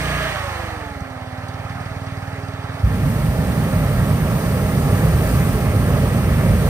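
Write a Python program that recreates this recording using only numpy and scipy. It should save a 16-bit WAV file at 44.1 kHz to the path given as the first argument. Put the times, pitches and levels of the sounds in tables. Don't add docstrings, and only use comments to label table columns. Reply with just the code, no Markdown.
import sys
import numpy as np
from scipy import signal
from scipy.fft import rfft, irfft, next_fast_len
from scipy.io import wavfile
from scipy.ndimage import uniform_filter1d, map_coordinates

SR = 44100
rng = np.random.default_rng(int(sys.argv[2]) if len(sys.argv) > 2 else 0)


def unload_audio(sound):
    columns = np.transpose(np.atleast_2d(sound))
    steps = np.round(np.clip(columns, -1, 1) * 32767)
    wavfile.write(sys.argv[1], SR, steps.astype(np.int16))


N = 295020

# time_s, level_db
GAS_PRESSURE = [(2.83, -17), (2.96, -10), (3.15, -1), (3.6, -1.5), (4.5, 2.5), (5.0, 5), (5.15, 5.5),
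                (5.4, 7), (5.6, 1.5), (6.1, 1.5), (6.45, 0), (6.69, 6)]
# time_s, half_length_s, boost_db
FLARE_UPS = [(3.085, 0.071, 1.5), (4, 0.017, 0.5), (4.11, 0.023, 0.5), (5.205, 0.036, 2.5),
             (5.33, 0.028, 0.5), (6.354, .04, 1)]
# pitch_hz, relative_db
RUMBLE_COLOUR = [(15, -35), (25, -26), (55, -0.5), (90, 0), (130, 1.5), (170, -2), (220, -6.5),
                 (260, -10.5), (310, -19.5), (500, -45.5)]
ROAR_COLOUR = [(200, -31), (310, -6), (420, 1), (620, 0), (760, -9.5), (1000, -10.5), (1150, -7),
               (1340, -9), (1440, -15.5), (1750, -11), (3000, -20.5), (6000, -42)]
HISS_COLOUR = [(1500, -19), (3000, -7), (4500, -1), (6000, -4.5), (8000, 2), (11500, -2), (13500, 0.5),
               (15500, 0)]
# pitch_hz, width_hz, relative_db
IGNITION_RING = [(103, 48, 0), (230, 150, -7)]
# delay_s, then rows of pitch_hz, width_hz, relative_db
BALLOON_HEAVE = (.006, [(58, 20, 2)])
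# time_s, cycles_per_s
ENGINE_SPEED = [(0.0, 29.41), (0.24, 29.59), (0.36, 27.7), (0.55, 24.66), (0.8, 21.4), (1.0, 19.24),
                (1.15, 18.35), (1.3, 18.23), (1.6, 18.78), (1.9, 19.15), (2.4, 19.23), (4.0, 19.24),
                (5.0, 19.17), (6.69, 19.18)]
# place_in_cycle (0-1), sign, length_s
EXHAUST_PUFFS = [(0.882, 1, 0.0052), (0.602, 1, 0.0057), (.321, -1, 0.0033)]
# pitch_hz, width_hz, relative_db
BARK_RING = [(58, 30, -5.5), (105, 35, -1), (164, 45, 0), (240, 110, -12)]
THUMP_RING = [(100, 104, 0)]
POP_RING = [(105, 59, 0), (149, 20, -8)]
# pitch_hz, width_hz, relative_db
PIPE_RING = [(288, 40, 0), (480, 150, -5), (580, 120, -5)]
# place_in_cycle, length_s, then rows of pitch_hz, width_hz, relative_db
AIR_SUCK = (.46, .0037, [(100, 94, 0)])
# time_s, level_db
HUM_LEVEL = [(0, -43), (.5, -42), (2.81, -42.5), (2.87, -48), (3.6, -47), (4.2, -41), (6.69, -42)]
OVERTONE_LEVEL = [(0, 6), (.35, 7), (.55, 3.5), (.7, -2), (.9, 6), (1.15, 4.5), (1.45, 5.5), (1.9, 1.5),
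                  (2.6, 1), (4, 6.5), (5.5, 7.5), (6.69, 1)]
# overtone_number, level_db
BLADE_OVERTONES = [(2, -55.5), (3, -49), (4, -55.5), (5, -56.5), (6, -60)]
# pitch_hz, boost_db
CAGE_COLOUR = [(268, 0.5), (345, -2), (380, -9), (415, -2.5), (500, 1.5), (540, -1), (600, -0.5), (640, 0),
               (700, 2), (806, -0.5), (900, -2), (1100, -2), (1240, -7), (1345, 2.5), (1450, -2),
               (1600, 3.5), (1650, 5.5), (2100, -2), (2500, -3)]
# waves_per_cycle, width_hz, idle_db, db_per_speed_db, steady_part
FLUTTER_BANDS = [(21.62, 26.6, -46, 3.5, 0.39), (32.43, 79, -43.5, 1, .05)]
# pitch_hz, relative_db
SLOW_AIR_COLOUR = [(200, -29), (260, -13.5), (340, -22.5), (480, -18.5), (620, -14.5), (720, -13),
                   (850, -12.5), (985, -17.5), (1290, -11.5), (1480, -18), (1770, -14), (2100, -17.5),
                   (2800, -25), (4500, -31), (7000, -58)]
FAST_AIR_COLOUR = [(200, -33), (300, -20.5), (355, -21), (480, -19), (640, -18), (760, -15), (885, -25),
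                   (1010, -17), (1260, -8), (1490, -16.5), (1700, -9.5), (2800, -17.5), (4500, -25.5),
                   (7000, -69)]
SWISH_COLOUR = [(1500, -19), (2800, -2.5), (4000, -3), (6000, 4), (8300, 5), (10000, -3), (12500, -3),
                (15500, -3)]
BUFFET_COLOUR = [(20, -26), (60, 7.5), (150, 6.5), (230, 3.5), (320, -36)]
# time_s, strength_db
CLINK_HITS = [(1.006, -33), (1.484, -32)]
# pitch_hz, likeness (1 = the same)
BURNER_LIKENESS = [(60, 1), (350, 0.98), (1700, 0.93), (2400, 0.4), (3300, 0.16), (6000, 0.069),
                   (7500, 0.94), (15000, 1)]
FAN_LIKENESS = [(60, 1), (350, 0.35), (1700, 0.83), (4500, 0.59), (6000, 0.17), (7500, 0.95), (15000, 1)]
# pitch_hz, left_minus_right_db
BURNER_SHADE = [(60, -1), (300, -3), (700, -3), (2400, -1), (5000, -3.5), (6500, 0)]
FAN_SHADE = [(60, -1.5), (200, -4), (700, -8.5), (1700, -3.5), (3000, -2.5), (3800, -4), (5000, -10.5),
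             (6500, 0)]
# pitch_hz, delay_half_waves
BURNER_DELAY = [(0, 0), (350, .11), (1700, .43), (3800, .97), (7250, 3), (15900, 7)]
FAN_DELAY = [(0, 0), (350, .05), (1000, .14), (1700, .38), (3800, .87), (7250, 3), (15900, 7)]

IDLE_HZ, FULL_HZ = 19.2, 29.5
SHUT_S, REFIRE_S, LIGHT_S = 0.28, 1.048, 2.8295


def burner():
    time_s = np.arange(N) / SR
    burning_s = np.maximum(time_s - LIGHT_S, 0)
    gas_db = over_time(GAS_PRESSURE)
    flare_db = sum(db * np.exp(-((time_s - at_s) / half_s) ** 2) for at_s, half_s, db in FLARE_UPS)
    pulse_db = 3.6 * np.exp(-burning_s / 0.19) * np.cos(2 * np.pi * 8 * burning_s)
    surge = wobble(6)
    lumps = amp(0.17 * surge + 0.16 * wobble(18))
    rumble = unit(lumps * rush(RUMBLE_COLOUR, BURNER_LIKENESS, patchy_db=0.63))
    rumble *= amp(-18 + 0.088 * gas_db + 0.57 * burning_s + pulse_db + flare_db)
    roar_db = -30 + 0.23 * gas_db + 0.85 * burning_s + 0.36 * flare_db + 0.74 * surge
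    roar = amp(roar_db) * rush(ROAR_COLOUR, BURNER_LIKENESS, patchy_db=1.02)
    hiss_db = -38 + 0.67 * gas_db + 0.22 * surge + 0.41 * wobble(9.1)
    hiss = amp(hiss_db) * rush(HISS_COLOUR, BURNER_LIKENESS, patchy_db=1.5)
    flame = ramp(LIGHT_S + 0.015, 0.03) * rumble + ramp(LIGHT_S, 0.063) * roar
    return flame + ramp(LIGHT_S - 0.15, 0.15) * hiss


def ignition():
    delay_s, heave_ring = BALLOON_HEAVE
    thump = puff(click(LIGHT_S), 0.007, IGNITION_RING) + puff(click(LIGHT_S + delay_s), 0.007, heave_ring)
    return amp(-5.5) * thump / np.abs(thump).max()


def engine(speed_db, cycle):
    lead = SR // 8
    running = np.concatenate([-ENGINE_SPEED[0][1] * np.arange(lead)[::-1] / SR, cycle])
    bark, thump, pop = [
        sign * puff(beats(running, place, scatter_db=0.34), length_s, ring)
        for (place, sign, length_s), ring in zip(EXHAUST_PUFFS, (BARK_RING, THUMP_RING, POP_RING))]
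    bark_place, pop_s = EXHAUST_PUFFS[0][0], EXHAUST_PUFFS[2][2]
    bark = bark + 0.63 * np.pad(bark, (round(0.0133 * SR), 0))[:len(bark)]
    rasp = puff(beats(running, bark_place, scatter_db=1.5, flip=True), 0.00084, PIPE_RING)
    bark = amp(-25.5) * unit(unit(bark[lead:]) + amp(-11.5) * unit(rasp[lead:]))

    suck_place, suck_s, suck_ring = AIR_SUCK
    suck = unit(puff(beats(cycle, suck_place, scatter_db=0.4), suck_s, suck_ring))
    thump = amp(-34.8 + 0.78 * speed_db) * unit(thump[lead:]) - amp(-36.2 - 0.63 * speed_db) * suck

    after_puff = puff(beats(cycle, 0.928, scatter_db=5, flip=True), pop_s, POP_RING)
    pop = unit(pop[lead:] - amp(-23) * after_puff)
    weak_start_db = -8.5 * np.exp(-np.abs(np.arange(N) / SR - REFIRE_S) / 0.16)
    idle = amp(-29.5 + weak_start_db) * (pop + amp(-26.5) * metal_ticks(cycle))
    kick = puff(click(1.016), pop_s, THUMP_RING)
    kick *= amp(-23) / np.abs(kick).max()

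    shut, idling = ramp(SHUT_S - 0.12, 0.24), ramp(REFIRE_S, 0.008)
    return (1 - shut) * bark + (shut - idling) * thump + idling * idle + kick


def fan_blades(speed_hz, speed_db, cycle):
    passes = 14

    def tone(number, waver_db):
        level_db = over_pitch(CAGE_COLOUR, number * passes * speed_hz) + waver_db * wobble(12)
        turns = passes * cycle + 0.016 * wobble(12)
        return np.sqrt(2) * amp(level_db) * np.cos(2 * np.pi * number * turns)

    sound = amp(over_time(HUM_LEVEL)) * tone(1, waver_db=1.15)
    overtones = sum(amp(db) * tone(round(number), waver_db=1.76) for number, db in BLADE_OVERTONES)
    sound += amp(0.1 + 2.2 * speed_db + over_time(OVERTONE_LEVEL)) * overtones
    for waves, width_hz, idle_db, slope, steady in FLUTTER_BANDS:
        drift = unit(filtered(rng.standard_normal((2, N)), lambda hz: 1 / (1 + (hz / width_hz) ** 2)))
        angle = 2 * np.pi * waves * cycle
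        flutter = unit((drift[0] + steady) * np.cos(angle) + drift[1] * np.sin(angle))
        sound += amp(idle_db + slope * speed_db + over_pitch(CAGE_COLOUR, waves * speed_hz)) * flutter
    return sound


def fan_air(speed_hz, speed_db, cycle):
    coasting = ramp(SHUT_S, 0.13) * (1 - ramp(REFIRE_S, 0.13))
    dip_db = -1 * coasting
    fast = np.clip((speed_hz - IDLE_HZ) / (FULL_HZ - IDLE_HZ), 0, 1)
    slow_air = np.sqrt(1 - fast) * rush(SLOW_AIR_COLOUR, FAN_LIKENESS, patchy_db=1.38)
    fast_air = np.sqrt(fast) * rush(FAST_AIR_COLOUR, FAN_LIKENESS, patchy_db=1.5)
    throb_db = 0.5 * np.cos(2 * np.pi * (cycle - 0.5))
    draught = amp(-35.5 + 2.81 * speed_db + throb_db + dip_db + 0.6 * wobble(3)) * (slow_air + fast_air)
    swish_db = -50.5 + 3.87 * speed_db + dip_db + 0.6 * wobble(5)
    swish = amp(swish_db) * rush(SWISH_COLOUR, FAN_LIKENESS, patchy_db=0.7)
    buffet = amp(-43 + 1.5 * speed_db - 3 * coasting) * rush(BUFFET_COLOUR, FAN_LIKENESS, patchy_db=2.5)
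    return draught + swish + buffet


def metal_ticks(cycle):
    age_s = np.arange(SR // 25) / SR
    shape = amp(-60 * age_s / 0.063) * (1 - np.exp(-age_s / 0.004))
    bursts = signal.fftconvolve(beats(cycle, 0.233, scatter_db=2.5), shape)[:N]
    return unit(bursts * filtered(rng.standard_normal(N), ringing([(4300, 3600, 0)])))


def frame_clinks():
    age_s = np.arange(SR // 25) / SR
    hits = np.zeros(N)
    for start_s, db in CLINK_HITS:
        burst = amp(db - 60 * age_s / 0.037) * rng.standard_normal(len(age_s))
        hits[round(start_s * SR):][:len(burst)] = burst
    return filtered(hits, ringing([(5500, 4900, 0)]))


def rush(colour, likeness, patchy_db):
    grid = signal.stft(rng.standard_normal((2, N)), nperseg=512)[2]
    patches = uniform_filter1d(uniform_filter1d(rng.standard_normal(grid.shape[1:]), 6, 0), 10, 1)
    noise = signal.istft(grid * amp(patchy_db * unit(patches)), nperseg=512)[1][:, :N]

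    def response(hz):
        spread = np.arccos(np.clip(over_pitch(likeness, hz), -1, 1)) / 2
        return amp(over_pitch(colour, hz)) * [np.cos(spread), np.sin(spread)]

    middle, side = filtered(noise, response)
    return unit(np.array([middle + side, middle - side]))


def puff(clicks, length_s, ring):
    puffs = signal.fftconvolve(clicks, np.hanning(round(length_s * SR)))[:len(clicks)]
    return filtered(puffs, ringing(ring))


def ringing(ring):
    return lambda hz: sum(amp(db) * (1j * hz * width / (pitch ** 2 - hz ** 2 + 1j * hz * width)) ** 2
                          for pitch, width, db in ring)


def beats(cycle, place, scatter_db, flip=False):
    at = np.flatnonzero(np.diff(np.floor(cycle - place)) > 0)
    level_db = scatter_db * rng.standard_normal(N // 256)[:len(at)]
    clicks = np.zeros(len(cycle))
    clicks[at] = amp(-level_db if flip else level_db)
    return clicks


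def click(time_s):
    return 1.0 * (np.arange(N) == round(time_s * SR))


def wobble(rate_hz):
    at = np.arange(0, N + 64, 64)
    points = rng.standard_normal(int(N * rate_hz / SR) + 4)
    return np.interp(np.arange(N), at, map_coordinates(points, [at * rate_hz / SR]))


def ramp(start_s, length_s):
    return np.clip((np.arange(N) / SR - start_s) / length_s, 0, 1)


def over_time(rows):
    return np.interp(np.arange(N) / SR, *np.transpose(rows))


def over_pitch(rows, hz):
    pitches, values = np.transpose(rows)
    return np.interp(np.log(hz + 1), np.log(pitches + 1), values)


def filtered(sound, response):
    length = sound.shape[-1]
    padded = next_fast_len(length + SR // 2)
    return irfft(rfft(sound, padded) * response(np.fft.rfftfreq(padded, 1 / SR)), padded)[..., :length]


def amp(db):
    return 10 ** (np.asarray(db) / 20)


def unit(sound):
    return sound / np.sqrt(np.mean(sound ** 2) + 1e-20)


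def at_microphones(sound, shade, delay):
    def response(hz):
        lag = np.pi * np.interp(hz, *np.transpose(delay))
        left_vs_right = over_pitch(shade, hz) * np.log(10) / 20 - 1j * lag
        return np.exp(np.outer([0.5, -0.5], left_vs_right))

    return filtered(sound, response)


def scene():
    speed_hz = over_time(ENGINE_SPEED)
    speed_db = 20 * np.log10(speed_hz / IDLE_HZ)
    cycle = np.cumsum(speed_hz) / SR
    fan = engine(speed_db, cycle) + frame_clinks()
    fan = fan + fan_blades(speed_hz, speed_db, cycle) + fan_air(speed_hz, speed_db, cycle)
    fire = burner() + ignition()
    return at_microphones(fan, FAN_SHADE, FAN_DELAY) + at_microphones(fire, BURNER_SHADE, BURNER_DELAY)


def record(dry):
    return filtered(dry, lambda hz: hz < 15730)


dry = scene()
out = record(dry)
unload_audio(out)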